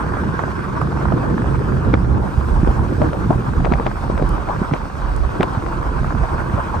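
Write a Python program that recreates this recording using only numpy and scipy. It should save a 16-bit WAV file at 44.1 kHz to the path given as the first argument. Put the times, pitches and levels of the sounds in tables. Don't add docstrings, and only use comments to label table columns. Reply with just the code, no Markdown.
import sys
import numpy as np
from scipy import signal
from scipy.fft import rfft, irfft, next_fast_len
from scipy.io import wavfile
from scipy.ndimage import uniform_filter1d, map_coordinates

SR = 44100
rng = np.random.default_rng(int(sys.argv[2]) if len(sys.argv) > 2 else 0)


def store_pcm(level_fs):
    pcm = np.round(np.clip(level_fs, -1, 1) * 32767).astype(np.int16)
    wavfile.write(sys.argv[1], SR, np.atleast_2d(pcm).T)


N = 299880


def amp(db):
    return 10 ** (np.asarray(db) / 20)


def unit(x):
    return x / np.sqrt(np.mean(x ** 2) + 1e-20)


def along(rows, hz):
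    f, *columns = np.transpose(rows)
    return np.array([np.interp(np.log(hz + 1), np.log(f + 1), c) for c in columns])


def curves(rows):
    t, *columns = np.transpose(rows)
    return [np.interp(np.arange(N) / SR, t, c) for c in columns]


def wobble(knots_per_s):
    knots = rng.standard_normal(int(N * knots_per_s / SR) + 4)
    return map_coordinates(knots, [np.arange(N) * knots_per_s / SR])


def filtered(x, response):
    size = next_fast_len(N + 8192)
    return irfft(rfft(x, size) * response(np.fft.rfftfreq(size, 1 / SR)), size)[..., :N]


def below(x, edge_hz):
    return filtered(x, lambda hz: 1 / (1 + (hz / edge_hz) ** 6))


def tinted(x, spectrum):
    gain = lambda hz: amp(along(spectrum, hz)) * (hz < spectrum[-1][0])
    return filtered(x, lambda hz: unit(gain(hz)))


def noise(spectrum, patchy_db=0):
    pair = rng.standard_normal((2, N))
    if patchy_db:
        cells = signal.stft(pair, nperseg=512)[2]
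        patches = uniform_filter1d(rng.standard_normal(cells.shape[1:]), size=5, axis=0)
        patches = uniform_filter1d(patches, size=8, axis=1)
        pair = signal.istft(cells * amp(patchy_db * unit(patches)), nperseg=512)[1][:, :N]
    return unit(tinted(pair, spectrum))


def steady(x):
    return x / np.abs(signal.hilbert(x, next_fast_len(N))[..., :N])


def puffs(times, level_db, pan_db, rise_s):
    impulses = np.zeros((2, N))
    onsets = np.clip(np.round(np.asarray(times) * SR).astype(int), 0, N - 1)
    np.add.at(impulses, (slice(None), onsets), amp(level_db + np.outer([.5, -.5], pan_db)))
    age = np.arange(round(4 * rise_s * SR)) / SR / rise_s
    pulse = (age * np.exp(1 - age)) ** 3
    return signal.fftconvolve(impulses, pulse[None], axes=1)[:, :N]


def ports(pair):
    # f/Hz, coherence (0-1), phase lead of the right/rad, pan/dB
    relation = [(40, 0.79, -0.1, -7), (152, 0.84, -0.04, -1.5), (330, 0.49, .5, -3.5), (440, 0, 0.36, 1),
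                (798, 0.69, -1.5, 5), (1310, 0.01, -0.22, -3), (1682, 0.54, 3.5, -3.5), (1960, 0.16, 8, 0),
                (2620, 1, 4.5, -1), (7160, 0.16, 6, 4.5), (8020, 1, 0, 0), (9700, 0.93, 2, 0),
                (12660, 1, 4, -1), (13200, 1, 0, 0.5)]
    size = next_fast_len(N + 8192)
    shared, own = rfft(pair, size)
    coherence, lead, pan_db = along(relation, np.fft.rfftfreq(size, 1 / SR))
    angle = np.arccos(np.clip(coherence, 0, 1)) / 2
    left = (np.cos(angle) * shared + np.sin(angle) * own) * amp(pan_db / 2) * np.exp(-.5j * lead)
    right = (np.cos(angle) * shared - np.sin(angle) * own) * amp(-pan_db / 2) * np.exp(.5j * lead)
    return irfft([left, right], size)[:, :N]


def road_rush():
    # t/s, roar level/dB, gain of its lower part/dB, hiss level/dB, treble level/dB
    levels = [(0.0, -26, -8, -46.5, -61.5), (1.63, -29.5, -1, -46.5, -60.5), (2.06, -36, 6.5, -49, -64),
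              (2.42, -32, 3, -47, -58.5), (4.73, -32, 4, -46.5, -61.5), (6.8, -28.5, 0, -46, -60)]
    # f/Hz, density level/dB
    tyre_spectrum = [(300, -8), (560, -4), (720, -4.5), (880, 1), (1050, 3), (1300, -2), (1600, -2.5),
                     (1800, -15), (2300, -22.5), (4000, -42)]
    hiss_spectrum = [(800, -21), (1800, -3), (2250, -3.5), (2550, -0.5), (2800, -4), (3900, -9),
                     (4600, -8.5), (5200, -10), (7400, -14.5), (8300, -12), (10100, -13.5), (10800, -46),
                     (11900, -41.5), (12500, -16.5), (15900, -27)]
    roar_db, lower_db, hiss_db, treble_db = curves(levels)
    grain = wobble(45)
    roar = unit(amp(2.15 * grain) * noise(tyre_spectrum, patchy_db=2.0))
    lower_gain = amp(lower_db + 2.35 * wobble(12))
    roar = roar + (lower_gain - 1) * below(roar, edge_hz=1110)
    hiss = amp(0.73 * grain + 0.18 * wobble(5.5)) * noise(hiss_spectrum, patchy_db=1.82)
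    low_hiss = below(hiss, edge_hz=7480)
    treble = hiss - low_hiss
    return amp(roar_db) * roar + amp(hiss_db) * unit(low_hiss) + amp(treble_db) * unit(treble)


def chatter(puffs_per_s=25):
    # t/s, level/dB
    accents = [(0.135, -18), (0.167, -16.5), (0.435, -13.5), (0.478, -19), (0.971, -19), (1.053, -13.5),
               (1.083, -15.5), (1.378, -13.5), (1.441, -18), (1.72, -19.5), (1.948, -22), (2.661, -21),
               (5.411, -15), (5.827, -16.5), (6.042, -18.5), (6.148, -17.5), (6.234, -16)]
    # f/Hz, density level/dB
    spectrum = [(250, -21), (600, -1), (1500, -2.5), (3500, -27)]
    jitter, weakness, side = rng.random((round(puffs_per_s * N / SR), 3)).T
    times = (np.arange(len(jitter)) + jitter) / puffs_per_s
    envelope = puffs(times, -23 - 3.45 * np.log(weakness + .1), 8 * side - 6, rise_s=0.0028)
    times, level_db = np.transpose(accents)
    envelope += puffs(times, level_db + 1, pan_db=np.full(len(times), -3), rise_s=0.0027)
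    return below(envelope * steady(ports(noise(spectrum))), edge_hz=1830)


def ticks():
    # t/s, level/dB, pan/dB
    events = [(0.815, -42, -11), (4.291, -38.5, -17.5), (5.1632, -40, -22), (5.431, -34.5, -2)]
    times, level_db, pan_db = np.transpose(events)
    bright = steady(noise([(2000, -14.0), (7000, -11.5), (8500, -1.0), (12000, -25)]))
    return puffs(times, level_db, pan_db, rise_s=0.00081) * (bright[0] + 0.77 * bright)


def buffeting():
    # t/s, boom level/dB, deepest boom level/dB, flutter level/dB
    gusts = [(0.0, -22, -32, -27), (0.58, -21, -41, -29), (1.0, -21, -35.5, -27.5), (1.15, -18, -30, -22),
             (1.6, -17.5, -31, -24.5), (1.95, -18, -19.5, -24.5), (2.21, -21.5, -25, -29),
             (2.8, -19, -13.5, -28), (2.9, -20.5, -32, -28), (3.07, -24, -24, -23.5),
             (3.18, -21, -32.5, -28.5), (3.75, -18.5, -20, -31.5), (3.94, -27, -28.5, -35),
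             (4.24, -22.5, -21, -28.5), (4.89, -28, -34.5, -37), (5.21, -28, -12, -32.5),
             (5.32, -27.5, -29, -29.5), (5.89, -24.5, -20.5, -32), (6.8, -24.5, -29.5, -31.5)]
    # f/Hz, density level/dB
    deep_spectrum = [(12, -19), (26, -18.5), (38, 4.5), (52, 0.5), (70, 0.5), (110, -51)]
    boom_spectrum = [(30, -38), (60, 0.5), (105, -3), (134, 0), (158, -5.5), (200, -6), (320, -20.5),
                     (600, -78.5)]
    flutter_spectrum = [(80, -50), (150, -13), (250, -2.5), (348, 1), (385, -3), (480, -5), (700, -19.5),
                        (1100, -18.5), (1700, -21), (3000, -85)]
    boom_db, deep_db, flutter_db = curves(gusts)
    lumps = wobble(22)
    deep = unit(amp(0.97 * lumps) * noise(deep_spectrum))
    boom = unit(amp(2.6 * lumps) * noise(boom_spectrum))
    flutter = unit(amp(1.2 * lumps + 2.35 * wobble(70)) * noise(flutter_spectrum))
    return amp(boom_db) * boom + amp(deep_db) * deep + amp(flutter_db) * flutter


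def thumps(rise_cycles=0.86, octave_db=-8.5, pan_db=-4.5):
    # t/s, level/dB, f/Hz
    slaps = [(0.337, -10.5, 177), (1.135, -5.5, 132), (1.339, -10, 179), (1.461, -9.5, 61),
             (1.935, -4, 264), (2.021, -9.5, 57.7), (2.629, -2, 157), (2.804, -11, 133), (2.921, -10, 259),
             (3.007, -8, 104), (3.09, -11, 140), (3.292, -8, 129), (3.7139, -3, 210), (4.214, -9, 134),
             (4.614, -6, 190), (4.715, -6.5, 135), (5.397, -4.5, 170), (5.4043, -6, 394),
             (5.569, -8, 111.5), (6.139, -9.5, 121), (6.533, -8, 101.6)]
    pressure = np.zeros(N + SR)
    t = np.arange(SR // 20) / SR
    for start, level_db, hz in slaps:
        age = t * hz / rise_cycles
        phase = 2 * np.pi * hz * t
        swing = (np.sin(phase) + amp(octave_db) * np.cos(2 * phase)) * (age * np.exp(1 - age)) ** 2
        pressure[round(start * SR):][:len(t)] += amp(level_db) * swing / np.abs(swing).max()
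    return pressure[:N] * amp([[pan_db / 2], [-pan_db / 2]])


def pops(snap_lag_s_per_khz=0.0002):
    # t/s, level/dB, snap re that level/dB, pan/dB, upper over lower band of the dull puff/dB
    bursts = [(0.392, -13.5, -20, -13, 15), (0.815, -15, -20, -11, 19), (1.122, -12.5, -22.5, -8, 11),
              (1.939, -6, -14, -1, 17.5), (2.674, -6, -29.5, -1, -5), (3.017, -4.5, -27, -1.5, -3),
              (3.131, -12.5, -19, 0.5, 4), (3.306, -4, -33, 4, -7), (3.647, -10.5, -18, 6.5, 12),
              (3.653, -19.5, -8.5, 9, 2), (3.721, -4.5, -21.5, 3, 5), (3.736, -15, -9, -3, 8),
              (3.798, -7.5, -30.5, 2.5, 3), (3.8647, -6.5, -15, 2, 8), (4.099, -10.5, -46, 2.5, -12.5),
              (4.177, -15.5, -15, 3, 3), (4.197, -12, -42, 5, -2), (4.224, -13, -22.5, 6, -14),
              (4.488, -12, -25, 8, 9), (4.736, -11, -14.5, 0.5, -12), (5.407, -9, -15, -2, 0),
              (5.429, -11, -6.5, 3.5, 2), (5.663, -18.5, -17, 10, 5), (6.579, -13.5, -31, 3, 13)]
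    # f/Hz, density level/dB
    snap_spectrum = [(700, -14.5), (1100, 1.5), (2300, -1.5), (2900, -10), (4200, -17.5), (6000, -22.5),
                     (8000, -41.5)]
    dull_spectrum = [(150, -8), (380, 0.5), (750, 0), (1400, -5), (2200, -40.5)]
    times, level_db, relative_db, pan_db, tilt_db = np.transpose(bursts)
    wake = puffs(times - 0.01, level_db - 10, pan_db, rise_s=0.016) * amp(4.9 * wobble(130) - 2.5)

    snap_db = level_db + relative_db
    narrow_pan_db = 0.4 * pan_db
    snap_pan_db = narrow_pan_db + 4.5
    crack = puffs(times + 0.00045, snap_db, snap_pan_db, rise_s=0.0013)
    fizz = puffs(times - 0.016, snap_db - 14, narrow_pan_db, rise_s=0.014)
    pressure_pulse = puffs(times + 0.001815, snap_db + 8.9, snap_pan_db, rise_s=0.00007)
    air = steady(rng.standard_normal((2, N)))
    snap = tinted(pressure_pulse + (crack + fizz) * (air[0] + 0.47 * air), snap_spectrum)
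    snap = filtered(snap, lambda hz: np.exp(-1j * np.pi * snap_lag_s_per_khz * hz * (hz / 1000 - 4)))

    churn = ports(noise(dull_spectrum))
    low_churn = below(churn, edge_hz=620)
    upper_puff = puffs(times - 0.0015, level_db + tilt_db / 2 - 8, pan_db, rise_s=0.0025)
    lower_puff = puffs(times - 0.0015, level_db - tilt_db / 2 - 3, pan_db, rise_s=0.0025)
    dull = lower_puff * steady(low_churn) + upper_puff * steady(churn - low_churn)
    dull = below(dull, edge_hz=np.array([[1500], [2000]]))
    return snap + dull + below(wake * ports(noise(dull_spectrum)), edge_hz=940)


def scene():
    return ports(buffeting() + road_rush()) + thumps() + pops() + chatter() + ticks()


def record(dry):
    ceiling, top_hz = 0.98, 15700
    rounded = dry / (1 + np.abs(dry / ceiling) ** 6) ** (1 / 6)
    return filtered(rounded, lambda hz: hz < top_hz)


dry = scene()
out = record(dry)
store_pcm(out)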